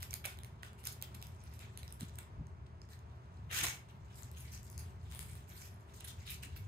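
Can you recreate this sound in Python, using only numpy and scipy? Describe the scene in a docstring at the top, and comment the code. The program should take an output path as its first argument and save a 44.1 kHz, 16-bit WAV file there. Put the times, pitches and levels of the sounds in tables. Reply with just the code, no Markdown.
"""Kittens patter and scuffle across the wooden floor of a quiet, bare room, heard at two spaced ports.
Dense claw ticks (ringing noise cracks) open it and thin out over paw scuffs (bands of random grains).
Low thumps of decaying floor modes fall at 2.0 and 2.4 s, the later one with a sudden surge of rumble.
A long skid with a gliding ring booms at 3.5 s; from 4.1 s the patter returns, left, then right, to a last thump.
Walls of fading noise answer the paws; ventilation noise and a mains hum fill the bass throughout."""
import sys
import numpy as np
from scipy import signal
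from scipy.fft import rfft, irfft, next_fast_len
from scipy.io import wavfile

SR = 44100
rng = np.random.default_rng(int(sys.argv[2]) if len(sys.argv) > 2 else 0)


def transcribe(u):
    """Save the signal u as a 16-bit wav file named by the first command-line argument.

    u: samples, shape (n,) or (channels, n), limited to [-1, 1]; the rate is SR.
    q: integer samples, one column per channel.
    """
    v = np.clip(np.atleast_2d(u).T, -1, 1)
    q = np.round(v * 32767).astype(np.int16)
    wavfile.write(sys.argv[1], SR, q)


N = 294147

# Claw ticks and a few short echoes of them, levels before trim, ring and board colour: start_s,
# level_db (peak at 4-9 kHz), low_db (1.2-4 kHz above that), high_db (9-16 kHz above that), ring_hz
CLAW_TICKS = [(0.0234, -41, -4, -7, 11970.0), (0.0288, -37.5, -0.5, 9, 2040), (0.108, -36, -26, 0, 5800),
              (0.1103, -43, -20, -1, 12960.0), (0.1305, -45.5, 8.5, 8, 2250), (0.1395, -28.5, -11, 3, 7260),
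              (0.1515, -47, -1, -1, 11500), (0.2443, -52, -4, -1.0, 9350.0),
              (0.2533, -41.5, 12, 15.5, 2300), (0.2577, -31.5, -5, 0, 11020.0),
              (0.2598, -36.5, -2, 5, 14000), (0.3728, -51, -11.0, -2, 6720.0),
              (0.3879, -55, 12, 13.5, 7650), (0.4339, -42.5, -5, -7, 11100), (0.4464, -47.5, 1.5, 10, 2140),
              (0.6319, -41, 6, 2, 1890), (0.7318, -53.5, -2, -1.0, 4820.0), (0.8336, -55, 0, -2, 10590.0),
              (0.8391, -53, 7, 8, 11410.0), (0.847, -54, 1, 5, 4500), (0.8534, -53, -11, 25, 5210.0),
              (0.8606, -45, 0, 6, 9000), (0.8712, -30, -11, 2.5, 11700), (0.873, -36.5, -11, -7, 6660),
              (0.901, -46, -4, -3, 4400), (0.9234, -51, -6, 17, 6370.0), (0.9285, -47, -10, 9, 3490.0),
              (0.938, -57, -14, 13, 10250.0), (1.0148, -43, -8, 2.5, 7920.0),
              (1.0242, -32, -4.5, 9.5, 13700), (1.038, -48, -10, 3, 13500), (1.1494, -46, -7, 5, 8100),
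              (1.1525, -54, -14, 5, 11370.0), (1.2156, -52, 3, 7, 8310.0), (1.2256, -35.5, -10, -3, 8040),
              (1.2688, -49, -21, 8, 6630), (1.348, -59, -21, -1, 8400.0), (1.4383, -60.5, -1, 12, 10600),
              (1.538, -49.5, -23.0, 6.5, 8500), (1.592, -43, -12, 0.5, 4130), (1.7744, -37.5, -8, 0, 10900),
              (1.831, -47.5, 1.5, 6, 3930), (1.8788, -42, -9, -9, 4700), (1.9068, -55, 5, 2, 12270.0),
              (1.9245, -46, -6, 6, 9400), (2.008, -37.5, -6, -1, 8000), (2.0296, -42.5, -3, -11, 9300),
              (2.0852, -59, -8, -3.0, 3850), (2.095, -51, 1, -12, 12450.0), (2.1561, -50, -3, 4, 8050.0),
              (2.1871, -44.5, 3.5, 10.5, 7900), (2.23, -49.5, -12, -5, 7540.0),
              (2.469, -53, -11, -16, 6420.0), (2.817, -44, -13, -33, 5050), (2.853, -62, -10, -7, 7000),
              (2.889, -58, 0, -5, 5000), (2.906, -60, -10, -3, 8800), (2.934, -58.5, 5, 9, 14500),
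              (2.991, -54.5, -8, -5, 6800), (3.512, -56.5, 22, -8.0, 1900), (3.517, -57, 17, -8, 1700),
              (4.1446, -60, 1, -9.0, 6290.0), (4.223, -50, 0, -4, 11840.0), (4.2323, -44, -28, -7, 6940),
              (4.3146, -52.5, -18.0, 4, 11670.0), (4.4068, -54, -5, 6, 10340.0),
              (4.5365, -48, -4, -9, 5860.0), (4.5762, -50, -7, -3.0, 5860.0),
              (4.631, -49.5, -32.0, 4, 5240), (4.6673, -51, -10, -10, 7920.0),
              (4.7004, -54, -32.0, 9, 6550), (4.7286, -51, -9, -13, 6630.0), (4.761, -64, -17, 2, 6630),
              (4.7787, -38.5, -16, -2, 6400), (5.1142, -55.5, 5, 10, 8000), (5.122, -51, 1, 4, 8400),
              (5.149, -57.5, 9, 16, 8900), (5.1576, -50, -5, 4.0, 3300), (5.1921, -39, -9.5, 2.5, 2240),
              (5.2283, -46, -10, -17, 8300), (5.2971, -55, -12, -7, 8140.0), (5.3327, -56, -7, 4, 7900),
              (5.3535, -57.5, 7.5, 13.5, 8960.0), (5.617, -50, -9, 4.0, 6500),
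              (6.007, -49.5, 1.5, 7, 10500), (6.0478, -46, -26.0, 6, 11000), (6.0833, -53, -8, 11, 10000),
              (6.268, -54, -10, 6, 3740), (6.4344, -43, -12, -10, 7970.0)]
# Middle, low and high range of a contact: low_hz, high_hz
CONTACT_BANDS_HZ = [(4000, 9000), (1200, 4000), (9000, 17000)]
# Which port the claws are louder at: time_s, left_minus_right_db
CLAW_LEAN = [(0, -4.5), (1.3, -4.5), (1.5, -4.5), (2.2, -4.5), (3.5, -2), (4.2, 15), (4.5, 10), (5.2, 15),
             (5.9, -15)]
# A nearer claw excites the room less for the same loudness: time_s, room_share_db
CLAW_DISTANCE = [(0, -0.5), (0.9, 1), (1.03, -2.5), (1.2, 1), (1.6, 7.5), (2.1, -1), (4.2, 4.5),
                 (4.78, 12.5), (5.2, 10.5), (6.1, -16)]
CRACK_RISE_S, CRACK_T60_S = 0.0003, 0.0036
CLAW_LOW_HZ = 1420   # lower edge of a tick
KNOCK_BAND_HZ, KNOCK_DB = (574, 1180), -8   # dull knock, dB against the low band
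CLAW_RING_DB, CLAW_SHARPNESS = 10, 14.6
FAR_RING_DB = 3   # the ring beams at the ports; this lift is left of it at the walls


def ticks():
    """A claw strikes a crack of about a millisecond that rings, with a duller knock of the board under it."""
    length, out = 400, np.zeros((3, N))
    t = np.arange(length) / SR
    envelope = np.clip(t / CRACK_RISE_S, 0, 1) * from_db(-60 * t / CRACK_T60_S)
    cracks = rng.standard_normal((len(CLAW_TICKS), length)) * envelope
    middle_hz, low_hz, high_hz = CONTACT_BANDS_HZ
    parts = []
    for edges in (middle_hz, (CLAW_LOW_HZ, low_hz[1]), high_hz, KNOCK_BAND_HZ):
        part = band(cracks, *edges)
        parts.append(part / np.abs(part).max(axis=1, keepdims=True))
    for mid, low, high, knock, (s, db, low_db, high_db, hz) in zip(*parts, CLAW_TICKS):
        body = (low - from_db(KNOCK_DB) * knock) * from_db(low_db)   # the signs join the bands without a notch
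        crack = from_db(db - 2.0) * (body + high * from_db(high_db) - mid)
        near = with_ring(crack, hz, CLAW_RING_DB, CLAW_SHARPNESS)
        far = with_ring(crack, hz, FAR_RING_DB, CLAW_SHARPNESS)
        pan_db = np.interp(s, *np.transpose(CLAW_LEAN))
        room_db = np.interp(s, *np.transpose(CLAW_DISTANCE))
        add(out, near, near, far, s, pan_db, room_db)
    return out


# Paws and fur scuffing, before ring and board colour: start_s, nominal_length_s, level_db (4-9 kHz),
# low_db (1.2-4 kHz above that), high_db (9-16 kHz above that), ring_hz
PAW_SCUFFS = [(0, 0.027, -59.5, -1, -4, 11800), (0.023, 0.021, -57, 4, -3, 11900),
              (0.092, 0.093, -64.5, -3, 0, 2350), (0.24, 0.021, -55, 7, 6, 2250),
              (0.256, 0.084, -63.5, -2.5, -1, 1460), (0.623, 0.065, -68, 1.5, 0, 1430),
              (0.773, 0.054, -71.5, -4.5, -2, 2820), (0.838, 0.047, -55.5, -2.5, -19, 11200),
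              (0.866, 0.009, -48, -12.5, -3, 10400), (0.873, 0.065, -61, -7, -9.5, 4400),
              (1.018, 0.033, -60, 0, -16, 3250), (1.142, 0.023, -62, -1, -8, 11800),
              (1.585, 0.081, -76.5, 9, -7, 2500), (1.77, 0.022, -80, -3, 10, 4130),
              (1.989, 0.062, -65.5, 3.5, 0, 7700), (2.08, 0.011, -66, -4, -2, 7000),
              (2.181, 0.017, -70, 8.5, -20, 8000), (2.66, 0.011, -73, 1, -23, 1700),
              (2.886, 0.071, -68.5, -2, -2, 1840), (3.88, 0.037, -82, 8, 1, 2800),
              (4.142, 0.11, -73.5, -7, 8, 7300), (4.357, 0.084, -68, -0.5, 6, 6600),
              (4.436, 0.085, -64, -5, -4.5, 2170), (4.514, 0.054, -61, -8.5, 0, 6100),
              (4.648, 0.037, -65.5, -8, -9, 1610), (4.77, 0.17, -72.5, 1, -11, 12200),
              (5.082, 0.18, -89, 7, 17, 8250), (5.234, 0.16, -73, -4, 3, 8400),
              (5.475, 0.075, -68, 1, -2.5, 12200), (5.547, 0.13, -64.5, -7, -3.5, 11800),
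              (5.653, 0.094, -82, -8, -1, 12000), (5.933, 0.056, -64, -25, -7, 3050),
              (5.996, 0.032, -62, -2, -10, 2780), (6.038, 0.023, -63, 6.5, 2, 10600),
              (6.071, 0.045, -55, -9.5, 2, 3500), (6.215, 0.02, -75.5, 7, 1, 6600),
              (6.251, 0.063, -59, 0.5, -1, 3750), (6.295, 0.038, -58.5, -5.5, 3.5, 2500),
              (6.326, 0.033, -57.5, -17, -8, 4040), (6.421, 0.04, -58.5, -3.5, -0.5, 2680),
              (6.557, 0.021, -61.5, -5, 3, 2700)]


def scuffs(bands):
    """A paw lands fast, drags unevenly and lifts: rubbing noise under a rise and a longer fall."""
    out = np.zeros((3, N))
    for s, length, db, low_db, high_db, hz in PAW_SCUFFS:
        t = np.arange(int(1.218 * max(length, .005) * SR)) / SR
        landing = np.clip(t / (0.0016 + 0.15 * length), 0, 1)
        lifting = np.clip((t[-1] - t) / (0.63 * length + 0.00054), 0, 1)
        gain = landing * lifting * from_db(db)
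        add(out, *rub(bands, max(s, 0), gain, low_db, high_db, hz, ring_db=12.0))
    return out


# One long skid, before ring and board colour: time_s, level_db (4-9 kHz), low_db (1.2-4 kHz above that),
# boards_db (shaking boards, above level_db), ring_hz
LONG_SKID = [(3.481, -101, 15, 0, 2000), (3.507, -66.5, 14, -1, 2000), (3.529, -48, 5, -23, 2100),
             (3.574, -41.5, 0, -14.5, 2950), (3.6, -46.5, 2.5, -11, 2700), (3.62, -49, 3.5, -10.5, 2300),
             (3.638, -43, -1, -6.5, 1790), (3.66, -46, -3, -6.5, 2500), (3.689, -50, 0.5, -15, 2660),
             (3.73, -59, -1, -6.5, 2620), (3.8, -76.5, -6, 2, 2600)]
SKID_TOP_DB = -1.5   # 9-16 kHz, dB above the level
SKID_DEEP_DB = -6.5   # deeper boom of the boards, dB above their shaking
SKID_RING_DB, SKID_SHARPNESS = 2.5, 3.6


def skid(bands):
    """The sliding body rubs in jerks with a gliding ring and also shakes the boards in a lower range."""
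    out = np.zeros((3, N))
    before = (LONG_SKID[0][0] - .02, -130, 0, 0, 2000)
    after = (LONG_SKID[-1][0] + 0.12, -130, 0, 0, 2000)
    skid_db, low_db, boards_db, hz = in_time([before, *LONG_SKID, after])
    gain = from_db(skid_db + 1.5 * drift(120))
    add(out, *rub(bands, 0, gain, low_db, SKID_TOP_DB, 6500, ring_db=5))
    shaking = rms_one(band(friction(5000, uneven_db=1.0), 670, 1200)) * from_db(skid_db + boards_db)
    boom = rms_one(band(friction(1400, uneven_db=2.0), 250, 470))
    boom = boom * from_db(skid_db + boards_db + SKID_DEEP_DB)
    return gliding_ring(out, hz) + shaking + boom


def gliding_ring(x, hz):
    """Lifts a resonance whose pitch moves, block by block."""
    ring, state = np.zeros_like(x), np.zeros((len(x), 2))
    for i in range(0, N, 256):
        b, a = signal.iirpeak(hz[i], max(SKID_SHARPNESS, 1), fs=SR)
        ring[:, i:i + 256], state = signal.lfilter(b, a, x[:, i:i + 256], zi=state)
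    return x + (from_db(SKID_RING_DB) - 1) * ring


# Faint rustle between the steps, before its unevenness and colour: time_s, level_db (4-9 kHz)
FUR_RUSTLE = [(0, -90), (1.36, -76), (1.47, -71), (1.65, -74.5), (1.9, -86), (2.15, -77), (2.5, -100),
              (3.22, -85), (4.07, -80.5), (4.15, -68), (4.3, -73), (4.9, -97), (5.0, -80), (5.1, -66.5),
              (5.45, -75), (5.76, -76.5), (5.97, -72.5), (6.67, -71)]
RUSTLE_LOW_DB, RUSTLE_TOP_DB, RUSTLE_HZ = 0, -8.5, 8400   # 1.2-4 and 9-16 kHz above the level, ring


def rustle(bands):
    """Fur and cloth shift faintly and unevenly: rubbing noise on a slow level curve."""
    out, uneven_db = np.zeros((3, N)), 3 * drift(14)
    gain = from_db(in_time(FUR_RUSTLE)[0] + uneven_db)
    add(out, *rub(bands, 0, gain, RUSTLE_LOW_DB, RUSTLE_TOP_DB, RUSTLE_HZ, ring_db=-3.0))
    return out


RUB_SIDE_DB, RUB_SIDE_SHARE = 1, 0.1   # wide contacts lean less: offset dB, share of the claws' lean


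def rub(bands, s, gain, low_db, high_db, hz, ring_db):
    """One rubbing contact from time s on, with its level, colour and ring, ready for add()."""
    start = round(s * SR)
    mid, low, high = bands[:, :, start:start + len(gain)]
    grains = (low * from_db(low_db) + high * from_db(high_db) - mid) * gain
    sound = with_ring(grains, hz, boost_db=ring_db, sharpness=9.9)
    pan_db = RUB_SIDE_DB + RUB_SIDE_SHARE * np.interp(s, *np.transpose(CLAW_LEAN))
    return (*sound, sound[1], s, pan_db, 0)


def rubbing(spread, patchy_db, jerky_db, per_s):
    """Friction in three bands that flicker apart; a wide contact gives the ports partly different grains."""
    crackle = from_db(-9.5) * crinkle(900, sharpness=5.2)
    right = friction(per_s, uneven_db=3.0)
    own_left = friction(per_s, uneven_db=-2.5)
    left = np.sqrt(max(1 - spread, 0)) * right + np.sqrt(min(spread, 1)) * own_left
    grains = (np.array([left, right]) + crackle) * from_db(1.13 * drift(26))
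    bands = []
    for edges in CONTACT_BANDS_HZ:
        flicker = from_db(jerky_db * drift(49))
        bands.append(rms_one(patchy(grains, *edges, patchy_db) * flicker))
    return np.array(bands)


def friction(per_s, uneven_db):
    """Surfaces catch in random grains of uneven size and either sign, clumped in time."""
    sizes = from_db(uneven_db * np.minimum(rng.exponential(1, N), 5)) * rng.choice([-1, 1], N)
    chance = per_s * from_db(4 * drift(60)) / SR
    return rms_one(sizes * (rng.random(N) < chance))


def crinkle(per_s, sharpness):
    """Fibres and claw tips catch one by one; each rings briefly at one of 14 pitches."""
    clicks = friction(per_s, uneven_db=5.5) + 1e-18
    dealt = rng.integers(0, 14, N)
    total = 0
    for k, hz in enumerate(np.geomspace(1500, 14000, num=14)):
        ring = signal.lfilter(*signal.iirpeak(hz, sharpness, fs=SR), clicks * (dealt == k))
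        total = total + rms_one(ring) * 1.164 ** k   # stronger with pitch
    return rms_one(total)


PATCHES = 5   # narrow parts per band


def patchy(x, low_hz, high_hz, patchy_db):
    """A band whose narrow parts swell and sink on their own."""
    edges = np.geomspace(low_hz, high_hz, PATCHES + 1)
    parts = [band(x, edges[k], edges[k + 1]) * from_db(patchy_db * drift(20.3)) for k in range(PATCHES)]
    return sum((-1) ** k * part for k, part in enumerate(parts))


# Low thumps: soft landings, and the floor booming under the skid at 3.56 and 3.62 s:
# start_s, level_db (nominal, before the mode levels)
LOW_THUMPS = [(2.016, -37), (2.396, -40), (3.559, -61), (3.618, -47), (6.456, -48.5)]
# Low resonances of the floor, before random spread: mode_hz, level_db, t60_s
FLOOR_RESONANCES = [(101, 4.5, 0.098), (160, 5, 0.12), (223, 4.5, 0.063), (276, -3, 0.099),
                    (383, -9, 0.038)]


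def thumps():
    """A soft push sets the low floor modes ringing, their strengths differing at each thump."""
    out, t = np.zeros(N), np.arange(int(.4 * SR)) / SR
    spreads_db = rng.normal(0, 2.5, (len(LOW_THUMPS), len(FLOOR_RESONANCES)))
    flutter = from_db(1.8 * drift(43))   # random flutter roughens the thump
    flutter = np.append(flutter, np.ones(len(t)))
    soft_onset = 1 - np.exp(-t / 0.0091)
    for (s, db), spread_db in zip(LOW_THUMPS, spreads_db):
        ring = 0
        for (hz, mode_db, t60), extra_db in zip(FLOOR_RESONANCES, spread_db):
            ring = ring + np.sin(2 * np.pi * hz * t) * from_db(db + mode_db + extra_db - 60 * t / t60)
        at = round(s * SR)
        out[at:at + len(t)] += (ring * flutter[at:at + len(t)] * soft_onset)[:N - at]
    return out


# Colour of a claw on wood, as peaks and dips: centre_hz, width_hz, gain_db
BOARD_COLOUR = [(2500, 820, 0.5), (4500, 180, -4), (6500, 2200, -1.5), (6600, 91, 3.5), (8040, 380, 1),
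                (12200, 2600, 2), (16600, 1200, -14)]


def on_boards(x):
    """The wooden boards colour every contact with broad and narrow resonances."""
    size = next_fast_len(N + 999)
    return irfft(rfft(x, size) * humps(BOARD_COLOUR, np.fft.rfftfreq(size, 1 / SR)), size)[:, :N]


# Where the active kitten is: time_s, left_port_delay_samples
KITTEN_BEARING = [(0, 20), (3.9, 20), (4.2, 8), (5.0, -5), (5.4, -5), (5.5, 20), (6.67, 20)]


def add(out, left, right, to_walls, s, pan_db, room_db):
    """Adds a sound at both ports, the left shifted by its bearing, and in a third row on its way to the walls."""
    lag = round(np.interp(s, *np.transpose(KITTEN_BEARING)))
    routes = (0, left, lag, pan_db / 2), (1, right, 0, -pan_db / 2), (2, to_walls, 0, room_db)
    for row, sound, late, db in routes:
        at = max(round(s * SR) + late, 0)
        out[row, at:at + len(sound)] += (sound * from_db(db))[:N - at]


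# Decay of the room: band_hz, t60_s
ROOM_DECAY = [(500, 0.24), (2000, 0.33), (6000, 0.23), (14000, 0.19)]
EARLY_S, EARLY_DB, EARLY_PER_S = 0.0035, -6, 450   # floor and furniture: delay, dB against walls, echoes per s


def room(x, wet_db, gap_s):
    """Sparse early echoes, then the walls answer: noise whose bands decay at their own rates."""
    size = int(.6 * SR)
    t, spectra = np.arange(size) / SR, port_noise(size, 0)
    hz = np.fft.rfftfreq(size, 1 / SR)
    edges, tail = 200 * 2. ** np.arange(0, 7, .4), 0
    for low, high in zip(edges, edges[1:]):
        keep = (hz >= low) & (hz < high)
        t60 = at_hz(ROOM_DECAY, np.sqrt(low * high))
        tail = tail + irfft(spectra * keep, size) * from_db(-60 * t / t60)
    slot = 22   # samples, half a millisecond
    share = np.clip(EARLY_PER_S * slot / SR, .02, 1)   # of slots that hold an echo
    filled = rng.random((2, size // slot + 1)) < share
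    echoes = np.repeat(filled, slot, axis=1)[:, :size] / np.sqrt(share)
    walls = np.clip((t - gap_s) / 0.0069, 0, 1)
    early = (1 - walls) * (t > EARLY_S) * echoes * from_db(EARLY_DB)
    return from_db(wet_db) * signal.fftconvolve(x[None], tail * (walls + early), axes=1)[:, :N]


# Ventilation spectrum, relative before levelling: band_hz, density_db (per Hz)
AIR_SPECTRUM = [(15, -65), (30, -24.5), (59, -5), (102, 0), (141, -3), (225, -14), (290, -23), (405, -16.5),
                (489, -26), (677, -21), (796, -24), (936, -20), (4250, -44), (6740, -47), (11900, -59.5),
                (16000, -65)]
# The rumble below about 190 Hz rises and falls, before drift and side balance: time_s, level_db
RUMBLE_LEVEL = [(0.0, -53.5), (0.09, -53), (2.35, -52.5), (2.39, -44.5), (2.72, -54), (5.38, -50),
                (5.97, -56), (6.55, -47.5)]
# Duct resonances: centre_hz, width_hz, gain_db
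DUCT_RESONANCES = [(77.4, 34.5, 10.5), (376.7, 6.6, 5.5)]
AIR_DB = -62.5   # the air above about 190 Hz
HUM_HZ, HUM_DB = 119.6, -61.0


def ventilation():
    """Coloured air noise and a hum; the left-leaning bass rises and falls, surging at the second thump."""
    size = next_fast_len(N)
    hz = np.fft.rfftfreq(size, 1 / SR) + 1
    air = port_noise(size, 0.41) * from_db(at_hz(AIR_SPECTRUM, hz)) * humps(DUCT_RESONANCES, hz)
    low_share = 1 / (1 + (hz / 190) ** 4)
    rumble_db, = in_time(RUMBLE_LEVEL)
    rumble = rms_one(irfft(air * low_share, size)[:, :N]) * from_db(rumble_db + 1.3 * drift(4))
    hiss = rms_one(irfft(air * (1 - low_share), size)[:, :N]) * from_db(AIR_DB + 0.8 * drift(1.43))
    hum_level = np.sqrt(2) * from_db(HUM_DB + 1.2 * drift(9.8))
    hum = hum_level * np.sin(2 * np.pi * HUM_HZ * np.arange(N) / SR)
    return hiss + (rumble + hum) * from_db([[.5], [-.5]])


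PORT_LAG = 20   # samples that sound needs from one port to the other


def port_noise(size, from_right):
    """Spectra of noise at both ports: a share arrives from the right, the rest from all around."""
    cycles = np.fft.rfftfreq(size) * PORT_LAG
    share = np.clip(from_right, 0, 1)
    alike = share * np.exp(2j * np.pi * cycles) + (1 - share) * .97 * np.sinc(2 * cycles)
    a, b = rfft(rng.standard_normal((2, size)))
    return np.array([a, alike * a + np.sqrt(1 - np.abs(alike) ** 2) * b])


def with_ring(x, hz, boost_db, sharpness):
    """Lifts or lowers one resonance of the struck or rubbed surface."""
    b, a = signal.iirpeak(min(hz, 15000), max(sharpness, 1), fs=SR)
    return x + (from_db(boost_db) - 1) * signal.lfilter(b, a, x)


def humps(modes, hz):
    """Gain of a chain of resonance peaks and dips."""
    return from_db(sum(db / (1 + (2 * (hz - f) / width) ** 2) for f, width, db in modes))


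def drift(rate_hz):
    """Slow chance with spread 1: noise through two equal low-pass poles, made at every 40th sample."""
    r = np.exp(-80 * np.pi * rate_hz / SR)
    noise = rng.standard_normal(N // 40 + 2002)
    slow = signal.lfilter([1], [1, -2 * r, r * r], noise)[2000:]
    return np.interp(np.arange(N) / 40, np.arange(len(slow)), rms_one(slow))


def band(x, low_hz, high_hz):
    """Keeps one frequency band."""
    return signal.sosfilt(signal.butter(2, [low_hz, high_hz], "band", fs=SR, output="sos"), x)


def in_time(rows):
    """Draws each column of a timed table as a curve over the whole scene."""
    s, *columns = np.transpose(rows)
    return [np.interp(np.arange(N) / SR, s, c) for c in columns]


def at_hz(points, hz):
    """Reads a curve at given frequencies, straight on a log frequency axis."""
    return np.interp(np.log(hz), np.log(np.array(points)[:, 0]), np.array(points)[:, 1])


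def from_db(db):
    """Turns decibels into an amplitude factor."""
    return 10 ** (np.asarray(db) / 20)


def rms_one(x):
    """Scales a signal to an RMS of 1."""
    return x / np.sqrt(np.mean(x ** 2) + 1e-20)


def scene():
    """Paws on the boards with their room, over the thumps and the ventilation."""
    bands = rubbing(spread=0.94, patchy_db=3.0, jerky_db=2.0, per_s=3000)
    skid_bands = rubbing(spread=0.94, patchy_db=1.5, jerky_db=-0.4, per_s=9000)
    paws = on_boards(ticks() + scuffs(bands) + skid(skid_bands) + rustle(bands))
    return paws[:2] + room(paws[2], wet_db=-30.5, gap_s=0.008) + thumps() + ventilation()


def record(dry):
    """Cuts the top steeply: 70 dB down from 16.5 kHz up."""
    return signal.sosfilt(signal.cheby2(14, 70, 16500, fs=SR, output="sos"), dry)


dry = scene()
out = record(dry)
transcribe(out)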